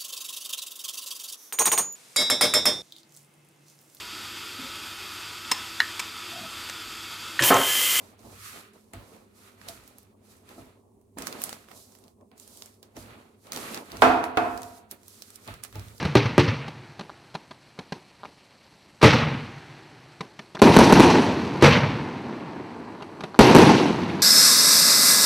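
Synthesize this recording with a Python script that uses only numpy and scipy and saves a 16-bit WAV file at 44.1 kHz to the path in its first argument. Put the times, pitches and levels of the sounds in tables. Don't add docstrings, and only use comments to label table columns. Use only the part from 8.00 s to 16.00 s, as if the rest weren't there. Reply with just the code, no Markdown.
import sys
import numpy as np
from scipy import signal
from scipy.fft import rfft, irfft, next_fast_len
from scipy.io import wavfile
from scipy.ndimage import map_coordinates

SR = 44100
rng = np.random.default_rng(int(sys.argv[2]) if len(sys.argv) > 2 else 0)


def pcm_store(signal):
    levels = np.round(np.clip(np.atleast_2d(signal), -1, 1) * 32767)
    wavfile.write(sys.argv[1], SR, levels.astype(np.int16).T)


def boost_factor(decibels):
    exponent = np.asarray(decibels, float) / 20
    return 10 ** exponent


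N = 352800

# time in [s], hiss level in [dB].
SLIDE_STROKES = [
    [(0.0, -60), (0.102, -61), (0.17, -77), (0.194, -61.5), (0.378, -53.5), (0.4, -48.5), (0.484, -43.5),
     (0.598, -52), (0.73, -73), (0.738, -63), (0.922, -72.5), (0.93, -67)],
    [(0.94, -55), (0.946, -58), (0.998, -65.5), (1.134, -58.5), (1.316, -76), (1.37, -59.5), (1.474, -58),
     (1.564, -71), (1.6, -62.5)],
    [(1.615, -58), (1.675, -57), (1.687, -41), (1.713, -49.5), (1.829, -61.5), (1.887, -58), (1.947, -69),
     (1.993, -60), (2.179, -89), (2.245, -67.5), (2.317, -58.5), (2.443, -71), (2.507, -58), (2.595, -58.5),
     (2.857, -84), (3.159, -91), (3.165, -76)],
    [(3.175, -60.5), (3.183, -48), (3.253, -50), (3.273, -41), (3.287, -50), (3.391, -51.5), (3.443, -38),
     (3.447, -43), (3.673, -66), (3.767, -50.5), (4.109, -69), (4.161, -86), (4.345, -86), (4.37, -66)],
    [(4.382, -59), (4.428, -51), (4.456, -57), (4.634, -52.5), (4.822, -75), (4.828, -59.5), (4.846, -71),
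     (4.946, -77), (4.96, -58.5)],
    [(4.97, -53.5), (5.03, -51), (5.05, -59), (5.324, -72.5), (5.35, -79), (5.468, -58.5), (5.508, -64.5),
     (5.515, -61.5)],
    [(5.53, -40.5), (5.61, -44), (5.76, -43.5), (5.83, -58), (6.01, -52), (6.02, -35), (6.06, -44.5),
     (6.23, -64.5), (6.24, -46.5), (6.34, -73.5), (6.38, -50), (6.41, -56.5), (6.78, -55), (6.88, -88.5),
     (6.92, -40.5), (6.93, -67), (7.0, -67), (7.1, -53.5), (7.35, -56.5), (7.36, -45), (7.37, -61),
     (7.5, -54), (7.62, -70.5), (7.64, -43.5), (7.67, -60), (8.0, -57.5)],
]
# time in [s], body grumble in [dB], scrape on stone in [dB].
PLATE_SHIFTS = [
    [(0.0, -51.5, -60), (0.164, -66, -66.5), (0.266, -52.5, -65), (0.464, -71.5, -48), (0.58, -50, -50.5),
     (0.728, -71, -66), (0.76, -58, -65), (0.818, -74, -73), (0.872, -63, -77), (0.882, -71, -75),
     (0.925, -64, -77)],
    [(0.94, -41, -48), (0.95, -52, -54), (1.11, -58.5, -66), (1.14, -52.5, -59), (1.29, -69, -74.5),
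     (1.48, -63, -57), (1.56, -64.5, -69), (1.7, -50.5, -49), (1.74, -57, -56), (2.13, -69.5, -76),
     (2.15, -63, -97), (2.17, -70.5, -80), (2.33, -63.5, -65.5), (2.43, -66, -74), (2.51, -56.5, -55),
     (2.58, -57, -65), (2.59, -50.5, -58.5), (2.75, -66, -70), (2.84, -65, -87), (3.16, -75, -92),
     (3.17, -47, -78)],
    [(3.172, -44, -56), (3.19, -44, -48), (3.504, -49.5, -50.5), (3.67, -65, -66), (3.714, -50.5, -59),
     (3.828, -65, -75.5), (4.078, -60, -73), (4.148, -72, -92), (4.222, -58, -89), (4.306, -76, -94),
     (4.316, -58, -69), (4.396, -65.5, -70), (4.636, -56.5, -71), (4.666, -63, -62), (4.82, -68.5, -86),
     (4.83, -57.5, -69), (4.94, -67, -76), (4.96, -58, -60)],
    [(4.97, -46, -52), (4.984, -53, -59), (5.09, -55.5, -57), (5.106, -52, -52.5), (5.386, -66, -77),
     (5.414, -72, -81.5), (5.454, -57.5, -62), (5.51, -50, -57)],
    [(5.525, -48, -47), (5.555, -42, -46), (5.763, -44.5, -42), (5.773, -37.5, -44), (5.843, -57, -58),
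     (5.961, -46.5, -48.5), (6.01, -48.5, -51)],
    [(6.85, -63, -67.5), (6.892, -67, -76), (6.91, -74.5, -63), (6.924, -48.5, -55), (6.978, -65, -71),
     (7.372, -69, -63), (7.434, -61, -66), (7.46, -69, -59)],
    [(7.475, -46, -52), (7.479, -47.5, -43.5), (7.629, -63, -64), (7.635, -58, -49), (7.721, -66.5, -69),
     (7.755, -51.5, -50), (7.945, -63, -63.5), (8.0, -62, -71)],
]
# time in [s], slab rumble in [dB].
SLAB_LOAD = [(0.0, -62), (0.2, -67), (0.27, -53.5), (0.53, -59), (0.64, -74.5), (0.89, -71.5),
             (0.96, -48.5), (1.0, -47), (1.07, -63.5), (1.36, -68), (1.6, -67.5), (1.69, -55.5),
             (1.98, -65), (2.49, -69), (2.6, -56.5), (2.67, -54.5), (2.74, -69.5), (3.12, -69.5),
             (3.18, -54.5), (3.23, -52), (3.3, -61), (3.45, -67), (4.12, -72), (4.59, -67.5), (4.9, -76),
             (4.97, -53), (4.99, -51), (5.08, -53), (5.3, -72), (5.44, -71.5), (5.55, -54.5), (5.7, -59.5),
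             (5.86, -73.5), (5.93, -49.5), (5.97, -52), (6.02, -42.5), (6.04, -41.5), (6.33, -59.5),
             (6.39, -47.5), (6.48, -51.5), (6.51, -47.5), (6.66, -55), (6.75, -66), (7.2, -70), (7.42, -66),
             (7.48, -49), (7.51, -46.5), (7.71, -60.5), (7.73, -50), (7.75, -41), (7.78, -40), (8.0, -55.5)]
# start in [s], peak in [dB], snap centre in [Hz], dull tap in [dB],
# left-right difference in [dB].
TICK_EVENTS = [(0.192, -50, 5640, -67, -2.0), (0.7357, -53, 8000, -68, -3),
               (0.9351, -32.5, 8500, -41, -3.5), (1.6152, -43, 3050, -43.5, -1.0),
               (1.6859, -22.5, 3530, -49.5, -7), (1.8774, -40.5, 12700, -58, -5),
               (1.9839, -37.5, 12600, -55, -4.5), (2.03, -48, 12300, -66, 0.5),
               (2.4907, -42.5, 3140, -46, 3), (3.014, -59.5, 11300, -74, -9.0),
               (3.1855, -33, 7750, -38.5, -12.5), (3.2216, -27.5, 5900, -42, -1),
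               (3.27, -22.5, 5600, -30.5, -8), (3.2782, -30, 7310, -40.5, -4),
               (3.3265, -30.5, 4010, -36.5, -3), (3.4179, -27, 13300, -39, -7.5),
               (3.4384, -15, 10300, -34.5, -3.5), (3.493, -28, 8100, -38.5, -4),
               (3.5284, -27, 4100, -36, -4), (3.6865, -52, 3830, -47, -9),
               (3.715, -44.5, 4270, -44.5, -11.5), (3.9215, -52, 6720, -69, -16),
               (3.951, -47, 5220, -56, -10.5), (3.9873, -47, 9780, -66, -7), (4.039, -49, 4550, -63, -3),
               (4.0808, -49.5, 4130, -63, -9), (4.2108, -63, 6990, -62, -4), (4.3156, -57, 3430, -54, -9),
               (4.3789, -46, 7490, -67, -9), (4.3986, -39.5, 7800, -64, -9),
               (4.4768, -42.5, 9960, -63, -12), (4.573, -38.5, 8100, -67, -9.5),
               (4.622, -32, 4240, -49, -5.5), (4.6593, -35, 8330, -63, -5.5), (4.829, -40, 4240, -54, -3),
               (4.967, -36, 5620, -48, -1), (5.469, -43, 3500, -55, 0.5), (5.5208, -21, 4240, -39.5, -4),
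               (5.5319, -30, 6570, -38, -3), (5.562, -24.5, 4100, -39.5, -6),
               (5.5734, -25.5, 3370, -39, -3), (5.7452, -24, 5000, -39.5, -3.5),
               (5.775, -29, 4760, -35.5, -3.5), (5.9183, -29.5, 3320, -44.5, -2.5),
               (5.9693, -34, 5140, -39, -2.0), (6.0207, -21, 5200, -12, -3.5),
               (6.2403, -31, 4800, -25, -0.5), (6.3724, -28, 3050, -15.5, 0), (6.576, -35, 5040, -42, -8),
               (6.619, -33.5, 8370, -44, -1.5), (6.6318, -31.5, 5040, -43, -2.5),
               (6.9122, -24, 11600, -48, -6.5), (7.032, -48.5, 6820, -63, -10.5),
               (7.0813, -34, 11600, -62, -7), (7.2214, -30.5, 4860, -54, -9),
               (7.3035, -38.5, 8240, -55, -2.5), (7.3577, -35.5, 10300, -61, -9.5),
               (7.4766, -30.5, 3550, -43, 0), (7.5398, -36.5, 3380, -46, -4.5),
               (7.637, -26.5, 9440, -45, -11.5), (7.6487, -29.5, 5370, -44, -8.0),
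               (7.7268, -43.5, 3010, -45, -5), (7.7558, -35.5, 3030, -51, -4.5),
               (7.7952, -39, 5300, -56, -11), (7.884, -43.5, 3290, -60, -12.5),
               (7.9808, -43, 5150, -66, -10)]
# start in [s], peak in [dB], plate relative to slab in [dB].
THUMP_EVENTS = [
    (0.246, -48, 5),
    (0.939, -34.5, -3.5),
    (1.689, -50, 7.5),
    (2.579, -43, 3.5),
    (2.659, -55, 4),
    (3.18, -40, 2),
    (4.968, -38, 3),
    (5.929, -35.5, 0),
    (7.479, -36, 0.5),
    (7.754, -28.5, -8),
]
# start in [s], peak in [dB], brightness in [dB per octave].
KNOCK_EVENTS = [
    (6.02, -5, 1.5),
    (6.036, -10, 1),
    (6.047, -12.5, -0.5),
    (6.096, -17, -2),
    (6.371, -11.5, 0),
]

# frequency in [Hz], level in [dB], t60 in [s].
PLATE_MODES = [(256.4, -6, .8), (330.5, -8, 0.65), (447, -6, 0.45), (506, -11, 0.78), (620, -15.5, 0.52),
               (701, 0, 0.81), (738, -10, 0.51), (872, -6.5, 0.49), (955, -9.5, 0.98), (1010, -10.5, 0.39),
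               (1068, -13.5, 0.37), (1110, -14, 0.32), (1284, -12.5, .5), (1350, -7, 0.4),
               (1416, -11, 0.51), (1550, -14, 0.43), (1603, -6, 0.3), (1810, -19.5, .4),
               (2105, -17.5, 0.27), (2340, -19, 0.46), (2500, -20.5, 0.65), (2558, -14.5, .5),
               (3640, -21.5, 0.23), (4370, -26.5, .3)]
# frequency in [Hz], level in [dB], t60 in [s].
COUNTER_MODES = [(57, -4, 0.24), (102.7, -2, .35), (146, -1.5, 0.16)]
# frequency in [Hz], level in [dB], t60 in [s].
DAMPED_MODES = [(240.5, -4.5, 0.19), (267.7, -3, 0.19), (331, -1.5, 0.13), (430, -6, 0.11), (613, -8, 0.17),
                (674, -4, 0.13), (859, -4.5, .1), (1300, -8, 0.087)]

# frequency in [Hz], density in [dB per Hz].
HISS_SPECTRUM = [(1760, -23), (3000, -9.5), (3780, -4.5), (4050, -3), (6530, -2.5), (11500, -3),
                 (15100, -9.5), (16000, -21.5)]
# frequency in [Hz], density in [dB per Hz].
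BODY_SPECTRUM = [(71, -44), (120, -14), (177, -8.5), (232, -2), (279, -5.5), (698, -7.5), (773, -10),
                 (1100, -11.5), (1430, -38.5), (2420, -120)]
# frequency in [Hz], density in [dB per Hz].
SCRAPE_SPECTRUM = [(530, -32.5), (900, -10.5), (1260, 4.5), (1560, -1), (2520, -2), (2960, -5.5),
                   (4500, -8.5), (5850, -37.5), (9900, -120)]
# frequency in [Hz], density in [dB per Hz].
RUMBLE_SPECTRUM = [(28, -30.5), (45, -10.5), (56, -5.5), (78, -10.5), (101, 1), (125, -9), (160, -14.5),
                   (250, -42)]
# frequency in [Hz], density in [dB per Hz].
AIR_SPECTRUM = [(15, -61), (25, -38), (70, -10.5), (92, -4.5), (111, -12), (153, -20.5), (217, -1.5),
                (326, -15.5), (394, -3.5), (545, -23.5), (591, -28), (962, -43.5), (4250, -48.5),
                (9070, -35.5), (16000, -49.5)]
# frequency in [Hz], density in [dB per Hz].
KNOCK_SPECTRUM = [(35, -58.5), (60, -20.5), (210, -17.5), (253, -6), (359, -15), (443, -3), (533, -23.5),
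                  (705, 1.5), (829, -10), (1380, -9.5), (1700, -18), (2530, -25), (15500, -59)]
# frequency in [Hz], left-right correlation in [-1 to 1].
PORT_LIKENESS = [(60, 0.87), (180, 0.95), (550, 0.48), (1650, -0.11), (4970, 0.21), (15000, 0.2)]
# frequency in [Hz], t60 in [s].
KITCHEN_T60 = [(100, 0.65), (700, 0.74), (2500, 0.69), (6000, 0.51), (15000, 0.23)]


def unit(x):
    return x / np.sqrt(np.mean(x ** 2) + 1e-20)


def lean(left_db):
    return boost_factor([[left_db], [-left_db]])


def along(points, hz):
    f, value = np.transpose(points)
    return np.interp(np.log(hz + 1), np.log(f + 1), value)


def curves(rows):
    s, *columns = np.transpose(rows)
    return [np.interp(np.arange(N) / SR, s, column) for column in columns]


def wobble(rate):
    knots = rng.standard_normal(int(N * rate / SR) + 4)
    return map_coordinates(knots, [np.arange(N) * rate / SR])


def filtered(x, response):
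    n = x.shape[-1]
    m = next_fast_len(n + 8192)
    return irfft(rfft(x, m) * response(np.fft.rfftfreq(m, 1 / SR)), m)[..., :n]


def paired(pair, spectrum):
    def mid_side(hz):
        angle = np.arccos(np.clip(along(PORT_LIKENESS, hz), -1, 1)) / 2
        return boost_factor(along(spectrum, hz)) * [np.cos(angle), np.sin(angle)]

    mid, side = filtered(pair, mid_side)
    return np.array([mid + side, mid - side])


def rush(spectrum, grit_db, lump_db):
    grit = grit_db * np.abs(wobble(260)) ** 2
    slips = boost_factor(grit + lump_db * wobble(35))
    return unit(paired(slips * rng.standard_normal((2, N)), spectrum))


def dough():
    hiss_db, = curves(np.concatenate(SLIDE_STROKES))
    body_db, scrape_db = curves(np.concatenate(PLATE_SHIFTS))
    rumble_db, = curves(SLAB_LOAD)
    hiss = boost_factor(hiss_db - 1.3) * rush(HISS_SPECTRUM, grit_db=0.5, lump_db=1.0) * lean(-2.2)
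    body = boost_factor(body_db + 1.0) * rush(BODY_SPECTRUM, grit_db=1.0, lump_db=1.74) * lean(-1.1)
    scrape = boost_factor(scrape_db + 0.9) * rush(SCRAPE_SPECTRUM, grit_db=0.67, lump_db=0.7) * lean(-1.3)
    rumble = boost_factor(rumble_db - 2.5) * rush(RUMBLE_SPECTRUM, grit_db=0.0, lump_db=0.6) * lean(-0.9)
    return hiss + body + scrape + rumble


def kitchen():
    air = boost_factor(-62) * rush(AIR_SPECTRUM, grit_db=-0.2, lump_db=0.3) * lean(-0.9)
    hum_level = boost_factor(-67.5 + 1.3 * wobble(8.2))
    phase = 2 * np.pi * 100.3 * np.arange(N) / SR + 0.33 * wobble(5)
    return air + hum_level * np.sin(phase)


def add(track, s, sound):
    start = round(s * SR)
    track[:, start:start + sound.shape[1]] += sound


def ticks():
    out, t = np.zeros((2, N + SR)), np.arange(SR // 16) / SR
    decay = boost_factor(-60 * t / 0.0089) + boost_factor(-16.5 - 60 * t / 0.13)

    def tap_response(f):
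        return 1 / (1 + (f / 2400) ** 4) / (1 + (550 / (f + 1)) ** 4)

    for s, db, centre_hz, tap_db, pan_db in TICK_EVENTS:
        def snap_response(f):
            peak = 0.4 + 1 / (1 + ((f - centre_hz) / 1800) ** 2)
            return peak / (1 + (2600 / (f + 1)) ** 4) * (f < 16500)

        burst = rng.standard_normal((2, 2, len(t))) * decay
        snap = filtered(burst[0], snap_response)
        tap = filtered(burst[1], tap_response)
        both = boost_factor(db + 4) * snap / np.abs(snap).max()
        both = both + boost_factor(tap_db + 6.5) * tap / np.abs(tap).max()
        add(out, s, both * lean(pan_db / 2))
    return out[:, :N]


def ring(modes, t, scatter_db, rise):
    hz, db, t60 = np.transpose(modes)[:, :, None]
    strength, skew, phase = rng.standard_normal((3, len(modes), 1))
    lag = np.clip(hz / 1200, 0, 1.1) * skew * [[[1]], [[-1]]]
    decay = boost_factor(db + scatter_db * strength - 60 * t / t60)
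    tones = decay * np.sin(2 * np.pi * hz * t + lag + phase)
    return tones.sum(axis=1) * (1 - np.exp(-t / rise))


def thumps():
    out, t = np.zeros((2, N + SR)), np.arange(SR // 2) / SR
    for s, db, plate_db in THUMP_EVENTS:
        add(out, s, boost_factor(db - 5.5) * ring(COUNTER_MODES, t, scatter_db=3.5, rise=0.022))
        add(out, s, boost_factor(db + plate_db - 6) * ring(DAMPED_MODES, t, scatter_db=5, rise=0.0031))
    return out[:, :N] * lean(-0.9)


def tail(t, spectrum):
    noise = paired(rng.standard_normal((2, len(t))), spectrum)
    hz, frames, z = signal.stft(noise, SR, nperseg=256)
    decay = boost_factor(-60 * frames / along(KITCHEN_T60, hz)[:, None])
    z = unit(np.abs(z)) * np.exp(1j * np.angle(z)) * decay
    wash = signal.istft(z, SR, nperseg=256)[1]
    return wash[:, :len(t)] / np.sqrt(256 / 3)


def knocks():
    out, t = np.zeros((2, N + SR)), np.arange(SR) / SR
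    for s, db, tilt_db in KNOCK_EVENTS:
        def tilt(f):
            return boost_factor(tilt_db * np.log2((f + 50) / 700))

        wash = tail(t, KNOCK_SPECTRUM) * (1 - np.exp(-t / 0.0018))
        room_and_crack = wash * (boost_factor(-13.5) + boost_factor(-5.5 - 60 * t / 0.045))
        blow = boost_factor(-14) * ring(PLATE_MODES, t, scatter_db=1.0, rise=0.002) + room_and_crack
        add(out, s, boost_factor(db) * filtered(blow, tilt))
    return out[:, :N] * lean(-1.4)


def scene():
    return dough() + ticks() + thumps() + knocks() + kitchen()


def top_cut(x):
    return signal.sosfilt(signal.butter(12, 16800, fs=SR, output="sos"), x)


def record(dry):
    return top_cut(dry)


dry = scene()
out = record(dry)
pcm_store(out)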